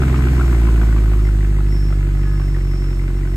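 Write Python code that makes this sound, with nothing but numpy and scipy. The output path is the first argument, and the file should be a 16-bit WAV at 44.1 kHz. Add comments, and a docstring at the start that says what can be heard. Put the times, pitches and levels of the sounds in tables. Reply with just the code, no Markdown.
"""A V8 idles in a garage, heard close to its tailpipes, and settles from a fast idle to a slow one.
Each firing gives a deep boom (three harmonics), a burble (a pulse that rings the pipe) and a puff (gated noise
in the tailpipe's resonances); uneven firing adds a lope, and some puffs sputter or tick (short resonant bursts).
Behind them are low rumble and the hiss of the exhaust flow (filtered noise), and thin wavering sine tones:
a whine, probably a pump, and faint singing, probably in the pipes."""
import sys
import numpy as np
from scipy import signal
from scipy.fft import rfft, irfft
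from scipy.io import wavfile

SR = 44100
rng = np.random.default_rng(int(sys.argv[2]) if len(sys.argv) > 2 else 0)


def to_wav(s):
    """Save 16-bit WAV."""
    ch = np.atleast_2d(s).T  # columns
    pcm = np.round(np.clip(ch, -1, 1) * 32767)  # PCM
    wavfile.write(sys.argv[1], SR, pcm.astype(np.int16))


N = 148176
T = np.arange(N) / SR
HZ = np.fft.rfftfreq(N, 1 / SR)


def amp(db):
    """Logarithmic level: decibels to an amplitude gain."""
    return 10 ** (np.asarray(db) / 20)


def unit(x):
    """Normalisation: scales to rms 1."""
    return x / np.sqrt(np.mean(x ** 2) + 1e-20)


def curves(table):
    """Linear interpolation: all columns of a time table at every sample."""
    times, *columns = np.transpose(table)
    return [np.interp(T, times, column) for column in columns]


def read(points):
    """Interpolation over log frequency: a spectrum table at every frequency."""
    hz, value = np.transpose(points)
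    return np.interp(np.log(HZ + 1), np.log(hz + 1), value)


def colour(x, points):
    """Minimum-phase filtering: a causal response with the given spectrum; result at rms 1."""
    log_gain = np.log(amp(read(points)))
    circle = np.r_[log_gain, log_gain[-2:0:-1]]
    # the Hilbert transform of the log gain gives the causal phase
    response = np.exp(np.conj(signal.hilbert(circle)))[:len(HZ)]
    return unit(irfft(rfft(x) * response, N))


def drift(rate_hz):
    """Low-passed noise: random motion slower than about rate_hz, rms 1."""
    return unit(irfft(rfft(rng.standard_normal(N)) / (1 + (HZ / rate_hz) ** 4), N))


def ring(hz, width_hz):
    """Resonance: two independent channels of noise in one peak, at half amplitude half a width away."""
    noise = rfft(rng.standard_normal((2, N)))
    return unit(irfft(noise / (1 + (2 * (HZ - hz) / width_hz) ** 2), N))


# engine speed: t/s, firing rate f/Hz
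ENGINE_SPEED = [(0, 66.5), (.15, 64.1), (.4, 62.75), (.62, 56.38), (.85, 54.48), (1.1, 52.21), (1.5, 50.48),
                (1.8, 49.88), (2.05, 48.67), (2.35, 48.88), (2.6, 46.95), (2.8, 46.78), (3, 45.96),
                (3.36, 46.8)]
START_FIRINGS, IDLE_HZ = -.22, 50


def engine():
    """Phase is the integral of rate: firing rate, firings so far, and the rate's excess over idle."""
    rate, = curves(ENGINE_SPEED)
    firings = START_FIRINGS + np.cumsum(rate) / SR
    return rate, firings, np.maximum(rate - IDLE_HZ, 0)


# boom's harmonics: t/s, first level/dB, second level/dB, third level/dB
BOOM_HARMONICS = [(0, -15.5, -18.5, -33.5), (.4, -13, -21.5, -32), (.68, -11, -24.5, -31),
                  (1.1, -12, -23, -33), (1.5, -13.5, -24.5, -28), (2.35, -15.5, -26, -25.5),
                  (2.85, -17, -29, -28), (3.36, -17.5, -28, -28.5)]
SKEW_RAD_PER_HZ = .25  # phase step from one harmonic to the next, per Hz above idle
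BOOM_WOBBLE = .015  # rms share of amplitude


def boom(firings, excess_hz):
    """Fourier synthesis: the deep pressure wave of the firings as three nearly steady harmonics."""
    wave = 0
    for k, db in enumerate(curves(BOOM_HARMONICS)):
        level = np.sqrt(2) * amp(db) * (1 + BOOM_WOBBLE * drift(41))
        phase = 2 * np.pi * (k + 1) * firings + k * SKEW_RAD_PER_HZ * excess_hz
        wave = wave + level * np.cos(phase)
    return wave


# lines of uneven firing: multiple of the engine cycle rate,
# relative level/dB at the slowest, middle and fast idle
LOPE_LINES = [(5, -58, -51, -31), (6, -45, -50, -40), (7, -46, -56, -39), (9, -48, -56, -46),
              (10, -40, -43, -44), (11, -44, -47, -36), (13, -44, -49, -37), (18, -39, -43, -30),
              (19, -44, -44, -30), (21, -47, -40, -41), (22, -56, -48, -38), (25, -42, -48, -46),
              (27, -52, -56, -33), (29, -56, -56, -38), (32, -58, -58, -35), (34, -56, -56, -38),
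              (37, -50, -54, -36), (45, -48, -50, -33), (46, -60, -60, -39), (47, -60, -60, -41),
              (51, -60, -58, -44), (53, -52, -50, -41), (56, -47, -47, -60), (61, -44, -58, -58)]
LOPE_RATES_HZ = (46.8, 49.5, 63)  # firing rates of the three level columns
LOPE_WOBBLE, LOPE_DB = .12, -.7  # rms share of amplitude; gain on every line


def lope(firings, rate):
    """Subharmonics: the banks' uneven firing adds lines between the harmonics, a growl at fast idle, then a lope."""
    cycles = firings / len(CYLINDER_TRAITS)
    wave = 0
    for order, *db in LOPE_LINES:
        level = amp(LOPE_DB + np.interp(rate, LOPE_RATES_HZ, db)) * (1 + LOPE_WOBBLE * drift(8.4))
        wave = wave + level * np.cos(2 * np.pi * (order * cycles + rng.random()))
    return np.sqrt(2) * wave


# one row per cylinder in firing order: burble place in firings,
# relative burble level/dB, puff level/dB, tick level/dB
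CYLINDER_TRAITS = [(.63, 1, -2, 3), (1.77, 2, 3.5, -30), (2.68, -3, 3, -28), (3.76, 0, -4, -14),
                   (4.79, .7, -2.5, -6), (5.71, .5, -.5, 0), (6.78, -1, .5, -22), (7.65, -.6, .5, -19)]
# ring of the pipe: f/Hz, relative level/dB
PIPE_SPECTRUM = [(20, -22.5), (60, -17.5), (110, -6), (160, 1), (200, -3), (250, 0), (300, -1), (350, 2.5),
                 (400, -11), (450, -18.5), (700, -30.5), (2000, -55.5)]
BURBLE_SCATTER_DB, PIPE_ROOM_DB = 1.3, -11


def burble(firings):
    """Impulse response: each cylinder's pulse, with its own delay and strength, rings the tailpipe."""
    place, db, _, _ = np.transpose(CYLINDER_TRAITS)
    cycles = np.arange(int(firings[-1] / len(place)) + 1)[:, None]
    at = np.interp(cycles * len(place) + place, firings, np.arange(N)).astype(int)
    strength = amp(db + BURBLE_SCATTER_DB * rng.standard_normal(at.shape))
    pulses = np.zeros(N)
    pulses[at] = strength * (at < N - 1)  # none beyond the end
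    pipe = colour(pulses, PIPE_SPECTRUM)
    echo, other_echo = garage(pipe)
    # the second signal is the unrelated part that ports() mixes in
    return np.array([pipe + amp(PIPE_ROOM_DB) * echo, other_echo])


# turbulent rumble: f/Hz, relative level/dB
RUMBLE_SPECTRUM = [(15, -12), (45, -10), (80, 1), (150, 3), (200, -2), (350, -1), (420, -5), (520, -8),
                   (1000, -35)]


def rumble():
    """Flow noise: low turbulence as filtered random noise."""
    return colour(rng.standard_normal((2, N)), RUMBLE_SPECTRUM)


PUFF_SCATTER_DB = 1.9
PUFF_PLACE, PUFF_WIDTH = .546, .26  # in firings


def gate(firings, cylinder_db):
    """Amplitude modulation: one puff per firing, quick to rise and slower to die, scaled by its cylinder."""
    since = firings - PUFF_PLACE + PUFF_WIDTH
    firing = np.floor(since).astype(int)
    scatter = PUFF_SCATTER_DB * rng.standard_normal(firing.max() + 1)
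    db = cylinder_db[firing % len(cylinder_db)] + scatter[firing]
    u = since % 1 / PUFF_WIDTH
    return unit(amp(db) * (u * np.exp(-u)) ** 2)


# tailpipe resonances: f/Hz, width f/Hz, relative level/dB
TAILPIPE_MODES = [(715, 420, -3), (1025, 205, -7.5), (1257, 340, -6), (1502, 194, -5.5), (1840, 580, -6.5),
                  (2163, 1270, -2.5)]
PUFF_FLOOR = .16  # power of the gas that flows between puffs, relative to the gate's mean power


def puffs(firings, cylinder_db):
    """Modal excitation: pulsed gas noise drives each resonance with its own scatter, over a steady flow."""
    gas = 0
    for hz, width_hz, db in TAILPIPE_MODES:
        flow = np.sqrt(PUFF_FLOOR + gate(firings, cylinder_db) ** 2)
        gas = gas + amp(db) * flow * ring(hz, width_hz)
    return unit(gas)


TICK_HZ, TICK_WIDTH_HZ = 2030, 110


def ticking(firings, cylinder_db):
    """Gated resonance: a faint metallic band pulses with the firings."""
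    return gate(firings, cylinder_db) * ring(TICK_HZ, TICK_WIDTH_HZ)


# hiss: f/Hz, relative level/dB
HISS_SPECTRUM = [(200, -7.5), (500, -7.5), (1300, -10.5), (2100, 0), (3300, -0.5), (4600, -5.5), (5800, -6),
                 (7300, -5), (8800, -4.5), (9500, -4), (10300, -27.5), (12500, -6), (15000, -25.5),
                 (16000, -34.5)]
# hiss as the gas flow eases: t/s, level/dB
GAS_FLOW = [(0, -42), (.55, -42.5), (1.1, -46), (1.6, -48), (2.5, -49.5), (3.36, -50)]


def hiss():
    """Jet noise: broadband noise whose level follows the gas flow."""
    flow_db, = curves(GAS_FLOW)
    return amp(flow_db) * colour(rng.standard_normal((2, N)), HISS_SPECTRUM)


TONE_FLUTTER = .35  # rms share of amplitude


def tones(table, clock):
    """Additive synthesis: thin tones that waver together and flutter separately in level."""
    total = 0
    for hz, left, right in table:
        total = total + amp([[left], [right]]) * (1 + TONE_FLUTTER * drift(24)) * np.sin(hz * clock)
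    return np.sqrt(2) * total


# whine at twice the pump's rate: t/s, mean level/dB of the two sides, left minus right level/dB
WHINE_LEVEL = [(0, -58, -6), (.13, -64, -4), (.18, -53.5, -11), (.25, -72, -9), (.33, -60, -10),
               (.38, -61, -17), (.47, -58, -16), (.53, -65, -17), (.6, -62, -6), (.72, -70, -11),
               (.85, -61, -19), (.93, -69, -4), (1, -61, -10), (1.1, -67, -6), (1.18, -64, 3),
               (1.26, -52.5, -.5), (1.36, -69, -8), (1.49, -65.5, -15.5), (1.54, -82, 4), (1.73, -49, -11),
               (1.88, -51.5, -11), (2.07, -73.5, -13), (2.18, -59, -11.5), (2.46, -56.5, -16),
               (2.59, -62, -19), (2.76, -58.5, -26), (2.95, -63, -28.5), (3.13, -65, -9), (3.18, -56, 7),
               (3.23, -73, -.5), (3.28, -65, 22), (3.36, -61, 9)]
PUMP_HZ = 2708
# weaker steady tones: f/Hz, left level/dB, right level/dB
WEAK_TONES = [(2708, -64.5, -70.5), (4644, -68, -73), (8125, -63.5, -64.5)]


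def whine(clock):
    """Periodic source: the second harmonic of the pump swells and shifts sides as the listener moves."""
    db, pan = curves(WHINE_LEVEL)
    sides = amp(db + np.array([pan, -pan]) / 2)
    return np.sqrt(2) * sides * np.sin(2 * PUMP_HZ * clock) + tones(WEAK_TONES, clock)


# singing tones: f/Hz, relative left level/dB, relative right level/dB
SINGING_TONES = [(1254, -5, 2), (1696, 2, -1)]
# swell of the singing: t/s, level/dB
SINGING_SWELL = [(0, -58), (1.5, -60), (1.75, -55), (2, -58), (2.15, -54), (2.28, -49.5), (2.36, -51),
                 (2.45, -61), (3.36, -65)]


def singing(clock):
    """Tonal resonance: two faint tones, probably in the pipes, share one swell."""
    swell_db, = curves(SINGING_SWELL)
    return amp(swell_db) * tones(SINGING_TONES, clock)


def burst(start, db, hz, width_hz, rise_s):
    """Transient resonance: noise in one peak swells and dies within a few milliseconds."""
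    u = np.clip((T - start) / rise_s, 0, 50)
    shape = u * np.exp(1 - u)
    sound = shape * ring(hz, width_hz)
    # each channel gets the energy of its envelope
    return amp(db) * sound * np.linalg.norm(shape) / np.linalg.norm(sound, axis=1, keepdims=True)


# loud sputters of gas: t/s, level/dB before SPUTTER_DB, f/Hz
GAS_SPUTTERS = [(.0179, -25, 1390), (.0328, -22, 1450), (.1416, -23, 1220), (.1875, -25, 1030),
                (.2673, -25, 1450), (.393, -25, 1280), (.409, -18, 1450), (.4424, -26, 1210),
                (.5247, -25, 1030), (.6664, -26, 1230), (.6853, -24.5, 1040), (.8295, -29, 1040),
                (.8854, -26, 1500), (.9637, -27, 1030), (1.1323, -27, 1300), (1.1912, -30, 1200),
                (1.2875, -28, 1510), (1.5853, -30, 1000), (1.6043, -31, 1290), (1.925, -28, 1300),
                (2.397, -31, 1050)]
SPUTTER_DB, SPUTTER_RISE_S, SPUTTER_WIDTH_HZ = -5.5, .002, 110


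def sputters():
    """Transient excitation: single loud puffs as short resonant bursts."""
    return sum(burst(start, db + SPUTTER_DB, hz, SPUTTER_WIDTH_HZ, SPUTTER_RISE_S)
               for start, db, hz in GAS_SPUTTERS)


# loud metallic ticks: t/s, level/dB before TICK_DB, f/Hz
METAL_TICKS = [(1.407, -35, 1980), (1.723, -32, 2030), (1.988, -39, 2060), (2.028, -37, 1960),
               (2.111, -37, 2130), (2.482, -39, 2030), (2.546, -35, 1890), (2.609, -37, 1960),
               (2.713, -34, 2010), (2.821, -39, 2140), (2.886, -36, 1980), (2.994, -37, 2040),
               (3.231, -37, 1990), (3.342, -38, 2020)]
TICK_DB, TICK_RISE_S = -1, .0018


def ticks():
    """Transient excitation: single metallic ticks as short, higher resonant bursts."""
    return sum(burst(start, db + TICK_DB, hz, TICK_WIDTH_HZ, TICK_RISE_S)
               for start, db, hz in METAL_TICKS)


ROOM_T60_S = .35


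def garage(x):
    """Reverberation: diffuse echo of the hard floor and walls, one decaying noise tail per channel."""
    t = T[:SR // 2]
    decay = amp(-60 * t / ROOM_T60_S) * (t > .006)  # silent for the first 6 ms
    tail = rng.standard_normal((2, len(t))) * decay
    return signal.fftconvolve(np.atleast_2d(x), tail / np.linalg.norm(tail[0]), axes=1)[:, :N]


# likeness of the two sides: f/Hz, share of amplitude in common
LIKENESS = [(60, .98), (180, .97), (330, .95), (500, .7), (750, .55), (1300, .72), (2000, .42), (3300, .45),
            (5500, .55), (8000, .85), (15000, .8)]
# phase between the sides: f/Hz, phase by which left leads/rad
LEFT_LEAD = [(0, 0), (1460, -0.2), (2580, -3.6), (3100, -3.5), (3360, -3.5), (6980, -12.6), (8180, -12.8),
             (9730, -15.5), (11600, -16.0), (12500, -18.6), (15000, -19.0), (15200, -21.0)]
# balance of the sides: f/Hz, left minus right level/dB
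SIDE_TILT = [(60, 6), (110, -8), (200, 0.5), (380, -1), (700, 1.5), (1290, 3.5), (2380, 1.5), (4400, -1),
             (8120, -1), (15000, 0.5)]


def ports(two):
    """Spatial coherence: two close microphones share the first signal; the unrelated second makes them differ."""
    shared, unrelated = rfft(two)
    same = read(LIKENESS)
    right = same * shared + np.sqrt(1 - same ** 2) * unrelated
    right = right * np.exp(-1j * read(LEFT_LEAD))
    side = amp(read(SIDE_TILT) / 2)
    return irfft(np.array([shared * side, right / side]), N)


# exhaust as the load eases: t/s, pipes level/dB, puffs level/dB (before the gains below)
ENGINE_LOAD = [(0, -29.5, -35), (.42, -26.5, -38), (.75, -27, -38.5), (1.1, -29, -42.5), (1.5, -31, -46),
               (2.4, -32.5, -46), (3.36, -32.5, -46.5)]
BURBLE_DB, RUMBLE_DB, PUFFS_DB, TICKING_DB = -1, -8.5, 2, -54
ROOM_DB, BURST_ROOM_DB = -4, -10  # echo of the gas and of the bursts


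def exhaust(firings):
    """Superposition: burble, rumble, puffs, bursts and hiss add with the garage's echo; load sets the levels."""
    pipe_gain, puff_gain = amp(curves(ENGINE_LOAD))
    _, _, puff_db, tick_db = np.transpose(CYLINDER_TRAITS)
    pipes = pipe_gain * (amp(BURBLE_DB) * burble(firings) + amp(RUMBLE_DB) * rumble())
    gas = amp(PUFFS_DB) * puff_gain * puffs(firings, puff_db)
    gas += amp(TICKING_DB) * ticking(firings, tick_db)
    bursts = sputters() + ticks()
    echo = garage(amp(ROOM_DB) * gas + amp(BURST_ROOM_DB) * bursts)
    return pipes + gas + bursts + echo + hiss()


LEAD_FIRINGS_PER_HZ = .02  # the gas runs ahead of the boom, per Hz above idle
WAVER = .0008  # rms share of the tones' frequency


def scene():
    """Common clock: engine speed times every exhaust layer; the thin tones share a wavering clock."""
    rate, firings, excess_hz = engine()
    bass = boom(firings, excess_hz) + lope(firings, rate)
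    bass = amp([[-.3], [.3]]) * bass  # right slightly louder
    air = ports(exhaust(firings + LEAD_FIRINGS_PER_HZ * excess_hz))
    clock = 2 * np.pi * np.cumsum(1 + WAVER * drift(20)) / SR
    return bass + air + whine(clock) + singing(clock)


EDGE_HZ = 15700


def record(dry):
    """Band limitation: a steep linear-phase low-pass removes the top of the treble."""
    lowpass = signal.firwin(511, EDGE_HZ, window=("kaiser", 9), fs=SR)
    return signal.oaconvolve(dry, lowpass[None], "same")


dry = scene()
out = record(dry)
to_wav(out)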